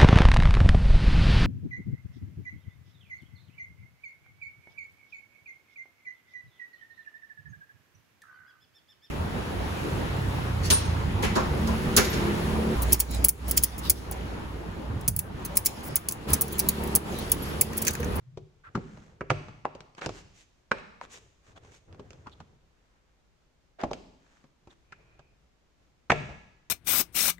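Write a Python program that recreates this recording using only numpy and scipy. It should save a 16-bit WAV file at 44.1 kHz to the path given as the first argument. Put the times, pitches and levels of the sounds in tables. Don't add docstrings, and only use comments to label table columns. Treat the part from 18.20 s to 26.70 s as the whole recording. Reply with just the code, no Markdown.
import sys
import numpy as np
from scipy import signal
from scipy.fft import rfft, irfft, next_fast_len
from scipy.io import wavfile
from scipy.ndimage import uniform_filter1d, map_coordinates

SR = 44100
rng = np.random.default_rng(int(sys.argv[2]) if len(sys.argv) > 2 else 0)


def inscribe(sig):
    pcm = np.round(np.clip(np.atleast_2d(sig).T, -1, 1) * 32767)
    wavfile.write(sys.argv[1], SR, pcm.astype(np.int16))


N = 374841
LEAD_S = .01


# (time [s], clack [dB], panel pitch [Hz], box thud before trim [dB], rim crack before trim [dB], length [s])
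LID_KNOCKS = [(0.174, -45.5, 625, -39, -55, .009), (0.553, -30, 1100, -25.5, -45.5, 0.011),
              (1.009, -35.5, 1220, -36.5, -56.5, .005), (1.015, -40, 1170, -35, -66, 0.0037),
              (1.103, -21.5, 1220, -28, -35, .005), (1.112, -29, 425, -28, -47, 0.0089),
              (1.453, -26.5, 1050, -34.5, -53.5, 0.0019), (1.551, -42.5, 456, -46.5, -55.5, .006),
              (1.819, -38.5, 1325, -52, -49.5, .002), (1.865, -36, 680, -33.5, -50, 0.0056),
              (1.892, -38.5, 780, -39, -46, .004), (2.516, -21.5, 1336, -28, -39, .003),
              (2.813, -38, 900, -66, -54, 0.00088), (5.636, -27, 682, -30.5, -46.5, 0.011),
              (5.713, -32, 620, -35.5, -51.5, 0.0039), (7.9018, -19, 1210, -25.5, -34, 0.0034),
              (7.905, -21, 1540, -31.5, -38, 0.0049), (7.918, -25, 2200, -31.5, -35.5, .0045),
              (7.921, -21.5, 600, -30, -43, 0.0047), (8.091, -44.5, 509, -45.5, -60, 0.028)]

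def knocks(hard_db=-33, touch_s=.0035, touch_db=-15.5, heavy_db=-28, rebound_s=.023, rebound_hz=449):
    blows = list(LID_KNOCKS)
    for s, clack_db, hz, thud_db, crack_db, length in LID_KNOCKS:
        if clack_db > hard_db:
            blows.append((s - touch_s, clack_db + touch_db, hz,
                          thud_db + touch_db, crack_db + touch_db, length / 2))
        if thud_db > heavy_db:
            rebound_db = thud_db - 7.5
            blows.append((s + rebound_s, rebound_db - 17.5, rebound_hz, rebound_db, rebound_db - 31, .0036))
    return play_contacts(blows)


# (time [s], clack [dB], panel pitch [Hz])
FINGER_TAPS = [(0.773, -54.5, 796), (1.284, -49, 1050), (3.448, -60.5, 800), (3.746, -58.5, 880),
               (3.796, -49.5, 675), (4.07, -48, 1065), (4.203, -48, 984), (6.241, -62, 836),
               (6.473, -57, 820), (6.723, -49, 1730), (6.993, -56, 970)]

def taps(length=.0098):
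    return play_contacts([(s, db, hz, db + 2.5 - 12 * np.log2(hz / 960), db - 9.5, length)
                          for s, db, hz in FINGER_TAPS])


# (time [s], crack before trim [dB])
RIM_TICKS = [(1.606, -51), (1.75, -61.5), (1.782, -57.5), (1.814, -50.5), (1.861, -36), (2.585, -56),
             (3.727, -62), (3.906, -54), (3.932, -59), (4.096, -67), (5.614, -50), (5.733, -41)]

def ticks(panel_hz=1250, length=.0022):
    return play_contacts([(s, db - 3, panel_hz, db - 1, db, length) for s, db in RIM_TICKS])


def play_contacts(blows, ring_above_db=-34.5):
    direct, radiated = np.zeros((2, 2, N))
    for s, clack_db, hz, thud_db, crack_db, length in blows:
        at_microphone, to_room = contact(s, clack_db, hz, thud_db, crack_db, length)
        add(direct, s - LEAD_S, at_microphone)
        add(radiated, s - LEAD_S, to_room)
        if clack_db > ring_above_db:
            add(direct, s, thin_ring(hz, clack_db - 17.5))
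    return workshop(radiated, level_db=-11.5, direct=direct)[:, :N]


# (frequency [Hz], width [Hz], level [dB])
BOX_MODES = [(108, 120, -4.5), (150, 30, -1), (210, 81, -5.5), (322, 180, -6), (385, 44, -2.5),
             (458, 56, -13.5)]
LID_MODES = [(590, 270, 7.5), (667, 90, -4.5), (800, 90, 1), (1100, 60, -8), (1340, 230, -5.5),
             (1710, 80, -8.5), (2206, 270, -1.5)]
# (frequency [Hz], level [dB])
PANEL_SPECTRUM = [(60, -8.5), (250, -12), (600, 2.5), (2000, 2.5), (2700, 3), (3400, -11.5), (7000, -16.5),
                  (12000, -30.5)]
CRACK_SPECTRUM = [(800, -28.5), (2500, 5.5), (4000, 2), (6300, 0), (7900, -8), (9500, -21.5),
                  (15000, -35.5)]
# (clack [dB], width over pitch [ratio])
PANEL_WIDTH = [(-52, 1.1), (-37, 0.79), (-23, 0.7)]
# (time [s], left minus right [dB])
LEFT_RIGHT_DRIFT = [(.55, 2), (1.1, -1), (1.45, 0.5), (1.85, -2), (2.5, -0.5), (4.2, -1), (7.9, -0.5)]

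def contact(s, clack_db, hz, thud_db, crack_db, length, thud_trim_db=-.5, crack_trim_db=-1):
    t = np.arange(-round(LEAD_S * SR), SR // 6) / SR
    force = contact_force(t, length * .65, chatter_db=-3.5)
    width = hz * np.interp(clack_db, *np.transpose(PANEL_WIDTH))
    touched = lambda f: resonances([(hz, width, 0)], f) ** 2 * bending(f)
    panel = filtered(force, lambda f: touched(f) * causal(PANEL_SPECTRUM, f))
    ribs = filtered(force, lambda f: touched(f) * resonances(LID_MODES, f))
    clack = burst(burst(panel, 0) + burst(ribs, -7), clack_db)
    box = filtered(force, lambda f: resonances(BOX_MODES, f, polarity=1) / (1 + 1j * f * length / 3) ** 2)
    thud = burst(box, thud_db + thud_trim_db)
    snap = contact_force(t, length * .55, chatter_db=17)
    crack = burst(filtered(snap, lambda f: causal(CRACK_SPECTRUM, f)), crack_db + crack_trim_db)
    bright = engine_bay(clack + crack, level_db=-6, t60=.057)
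    deep = engine_bay(thud, level_db=-2, t60=.12)
    pan = amp(np.interp(s, *np.transpose(LEFT_RIGHT_DRIFT)) * np.array([[.5], [-.5]]))
    return pan * (bright + deep), all_round(bright) + amp(-1) * deep


def contact_force(t, decay_s, chatter_db, scuff_share=.22):
    close_likeness = [(300, .95), (1200, .92), (2200, .41), (5000, -.18)]  # (frequency [Hz], correlation)
    push = np.zeros((2, len(t)))
    push[:, np.argmin(abs(t))] = 1
    envelope = np.exp(-abs(t) / np.where(t < 0, scuff_share * decay_s, decay_s))
    chatter = noise(len(t), close_likeness) * envelope
    return burst(push, 0) + burst(chatter, chatter_db) * np.sqrt(decay_s / .001)


def bending(f, delay_at_1khz_s=.0006):
    return np.exp(-4j * np.pi * delay_at_1khz_s * np.sqrt(1000 * f))


# (frequency [Hz], relative level [dB], t60 [s])
RING_MODES = [(1346, -1.5, 0.72), (1701, -6.5, 1), (2150, -8, 0.82), (2275, -3, 0.34), (2410, -3, .6),
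              (2380, -23.5, .65), (2580, -5.5, .9), (2400, -8.5, 0.72), (2767, -9.5, 0.93),
              (3900, -17.5, 0.75)]

def thin_ring(pitch_hz, level_db, rise_s=.0022):
    t = np.arange(SR * 3 // 4) / SR
    ring = np.zeros((2, len(t)))
    for hz, db, t60 in RING_MODES:
        decay = amp(db + rng.normal(0, 2) - 60 * t / t60)
        ring += decay * np.sin(2 * np.pi * hz * t + rng.uniform(0, 2 * np.pi, (2, 1)))
    coupling = min(pitch_hz / 1700, 1) ** 2.5
    return burst(ring * (1 - np.exp(-t / rise_s)), level_db) * coupling


# (start [s], length [s], scrape [dB], hiss [dB])
SLIDING_STROKES = [(.49, 0.5, -64.5, -72), (1.765, 0.044, -50.5, -63.5), (1.806, .065, -41.5, -56),
                   (1.92, .11, -57, -59), (2.13, .13, -72, -63), (2.812, .055, -52.5, -62.5),
                   (2.89, .11, -57.5, -54.5), (3.22, .13, -66, -71), (3.351, .043, -57.5, -69),
                   (3.41, .12, -65, -70), (3.5, .1, -65, -63), (3.66, 0.68, -75, -80),
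                   (4.4, .65, -79, -90.5), (5.586, .05, -45.5, -69.5), (5.97, .32, -71, -77.5),
                   (6.49, 0.055, -65.5, -71.5), (6.64, 0.45, -74, -89.5)]
# (frequency [Hz], level [dB])
SCRAPE_SPECTRUM = [(100, -8.5), (400, 0.5), (800, -1), (1600, 1.5), (2600, -8.5), (4000, -14), (12000, -52)]
HISS_SPECTRUM = [(700, -25), (2300, 1), (3500, -2.5), (4800, -5.5), (6600, 0.5), (8300, -9.5),
                 (10000, -22.5), (15000, -30)]

def strokes(grain_db=3.5, grain_rate=600):
    out = np.zeros((2, N))
    for s, length, scrape_db, hiss_db in SLIDING_STROKES:
        size = int(length * SR)
        slips_db = grain_db * wobble(size, grain_rate)
        scrape = amp(scrape_db) * unit(noise(size, MIC_LIKENESS, SCRAPE_SPECTRUM) * amp(slips_db))
        hiss = amp(hiss_db) * unit(noise(size, MIC_LIKENESS, HISS_SPECTRUM) * amp(slips_db / 2))
        pressure = unit(np.sin(np.linspace(0, np.pi, size)))
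        add(out, s, workshop((scrape + hiss) * pressure, level_db=-11))
    return out


# (start [s], length [s], pitch [Hz], level [dB])
CREAKS_AND_HUMS = [(0, 0.27, 128, -54), (0.436, 0.06, 1410, -51), (2.915, 0.035, 6800, -58.5),
                   (3.356, .036, 720, -60.5), (3.36, .024, 3240, -61.5), (4.06, 0.032, 1100, -48),
                   (4.115, 0.027, 3600, -59.5), (5.585, .11, 624, -45), (6.5, .016, 3530, -62.5),
                   (6.64, 0.53, 2430, -75), (6.723, .013, 1450, -48), (7.92, 0.17, 143, -44)]
# (length [s], width over pitch [ratio])
RESONANCE_WIDTH = [(.01, .17), (.04, .42), (.2, .24), (.5, .12)]

def creaks_and_hums(roughness_db=2.5, roughness_rate=700):
    out = np.zeros((2, N))
    for s, length, hz, db in CREAKS_AND_HUMS:
        size = int(length * SR)
        drive = noise(size, MIC_LIKENESS) * amp(roughness_db * wobble(size, roughness_rate))
        swell = unit(np.sqrt(abs(np.sin(np.linspace(0, np.pi, size)))))
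        width = hz * np.interp(length, *np.transpose(RESONANCE_WIDTH))
        tone = unit(filtered(drive, lambda f: resonances([(hz, width, 0)], f) ** 2))
        add(out, s, workshop(amp(db) * tone * swell, level_db=-14))
    return out


# (start [s], length [s], level [dB])
PALM_PRESSES = [(0.456, 0.52, -58.5), (2.84, 0.093, -59), (3.274, 0.17, -57), (3.672, 0.43, -53.5),
                (6.677, 0.34, -65)]
# (frequency [Hz], level [dB])
RUMBLE_SPECTRUM = [(25, -17), (70, 4.5), (135, -1.5), (220, -15), (420, -8.5), (800, -18.5), (2000, -28.5),
                   (8000, -63)]

def presses(attack_s=.013, release_s=.15, waver_db=3, waver_rate=30):
    t = np.arange(N) / SR
    weight = np.zeros(N)
    for s, length, db in PALM_PRESSES:
        build = np.clip((t - s) / attack_s, 0, 1)
        release = np.exp(-np.maximum(t - s - length, 0) / release_s)
        weight += amp(db) * build * release
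    rumble = noise(N, MIC_LIKENESS, RUMBLE_SPECTRUM)
    return weight * unit(rumble * amp(waver_db * wobble(N, waver_rate)))


# (frequency [Hz], correlation [-1 to 1])
MIC_LIKENESS = [(100, 0.91), (300, 0.92), (520, 0.43), (900, .15), (1500, -0.29), (2600, .05), (8000, 0.54)]

def engine_bay(x, level_db, t60):
    t = np.arange(SR // 10) / SR
    echoes = noise(len(t), MIC_LIKENESS) * amp(-60 * t / t60) * (1 - np.exp(-t / .001))
    echoes *= amp(level_db) / np.linalg.norm(echoes[0])
    return x + signal.fftconvolve(x, echoes, axes=1)[:, :x.shape[1]]


def all_round(x, smooth_hz=450):
    hz = np.fft.rfftfreq(x.shape[1], 1 / SR)
    power = np.mean(abs(rfft(x)) ** 2, axis=0)
    smoothed = abs(uniform_filter1d(power, int(smooth_hz / hz[1]) + 1))
    spectrum = np.column_stack([hz, 10 * np.log10(smoothed + 1e-14)])
    click = np.zeros_like(x)
    click[:, round(LEAD_S * SR)] = 1
    return filtered(click, lambda f: causal(spectrum, f))


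# (frequency [Hz], gain [dB])
ROOM_COLOUR = [(40, 10), (130, 4.5), (400, 5.5), (800, -3.5), (1500, -6), (2500, 0), (4000, -1), (7000, -2),
               (12000, 0.5)]
# (frequency [Hz], t60 [s])
ROOM_DECAY = [(100, .9), (400, 0.59), (1200, 0.84), (2500, 0.82), (6000, 0.94), (12000, 0.64)]

def workshop(x, level_db, direct=None, build_up_s=.017):
    hz, t, bands = signal.stft(noise(SR, MIC_LIKENESS), SR, nperseg=256)
    decay = amp(-60 * t / along(ROOM_DECAY, hz)[:, None])
    _, tail = signal.istft(bands * decay * (1 - np.exp(-t / build_up_s)), SR, nperseg=256)
    tail = filtered(tail / np.linalg.norm(tail[0]), lambda f: amp(along(ROOM_COLOUR, f)))
    out = amp(level_db) * signal.fftconvolve(x, tail, axes=1)
    out[:, :x.shape[1]] += x if direct is None else direct
    return out


# (frequency [Hz], level [dB])
AIR_SPECTRUM = [(20, -5.5), (58, 2), (80, -9.5), (140, -8), (220, -13), (500, -16), (1000, -20.5),
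                (2500, -25), (4500, -29), (6800, -31), (8000, -36.5), (9500, -42.5), (15000, -47)]
# (frequency [Hz], correlation [-1 to 1])
AIR_LIKENESS = [(40, 0.63), (100, 0.74), (500, 0.21), (2000, 0.043)]

def room_air(level_db=-67):
    return amp(level_db + .6 * wobble(N, 11)) * noise(N, AIR_LIKENESS, AIR_SPECTRUM)


def amp(db):
    return 10 ** (np.asarray(db) / 20)


def unit(x):
    return x / np.sqrt(np.mean(x ** 2) + 1e-20)


def burst(x, db, window_s=.01):
    return x * amp(db) * np.sqrt(window_s * SR / (np.sum(x ** 2) / 2 + 1e-20))


def along(points, hz):
    f, values = np.transpose(points)
    return np.interp(np.log(hz + 1), np.log(f + 1), values)


def add(track, s, x):
    start = max(round(s * SR), 0)
    track[:, start:start + x.shape[1]] += x[:, :N - start]


def filtered(x, response):
    size = 2 * next_fast_len(x.shape[-1] // 2 + 2048)
    hz = np.fft.rfftfreq(size, 1 / SR)
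    return irfft(rfft(x, size) * response(hz), size)[..., :x.shape[-1]]


def causal(points, hz):
    cepstrum = irfft(np.log(amp(along(points, hz))))
    cepstrum[1:len(hz) - 1] *= 2
    cepstrum[len(hz):] = 0
    return np.exp(rfft(cepstrum))


def resonances(modes, f, polarity=-1):
    return sum(polarity ** k * amp(db) * 1j * f * width / (hz * hz - f * f + 1j * f * width)
               for k, (hz, width, db) in enumerate(modes))


def noise(size, likeness, spectrum=None):
    def response(hz):
        angle = np.arccos(np.clip(along(likeness, hz), -1, 1)) / 2
        colour = 1 if spectrum is None else amp(along(spectrum, hz))
        return np.array([np.cos(angle), np.sin(angle)]) * colour
    mid, side = filtered(rng.standard_normal((2, size)), response)
    return unit(np.array([mid + side, mid - side]))


def wobble(size, rate):
    knots = rng.standard_normal(int(size * rate / SR) + 4)
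    return map_coordinates(knots, [np.arange(size) * rate / SR])


def scene():
    return knocks() + taps() + ticks() + strokes() + creaks_and_hums() + presses() + room_air()


def record(dry, top_hz=15150):
    # (frequency [Hz], left minus right [dB])
    balance = [(100, .5), (250, 1.5), (600, .5), (1100, .5), (2200, -.5), (4000, -1.5), (8000, 2)]
    return filtered(dry, lambda hz: amp(np.outer([.5, -.5], along(balance, hz))) * (hz < top_hz))


dry = scene()
out = record(dry)
inscribe(out)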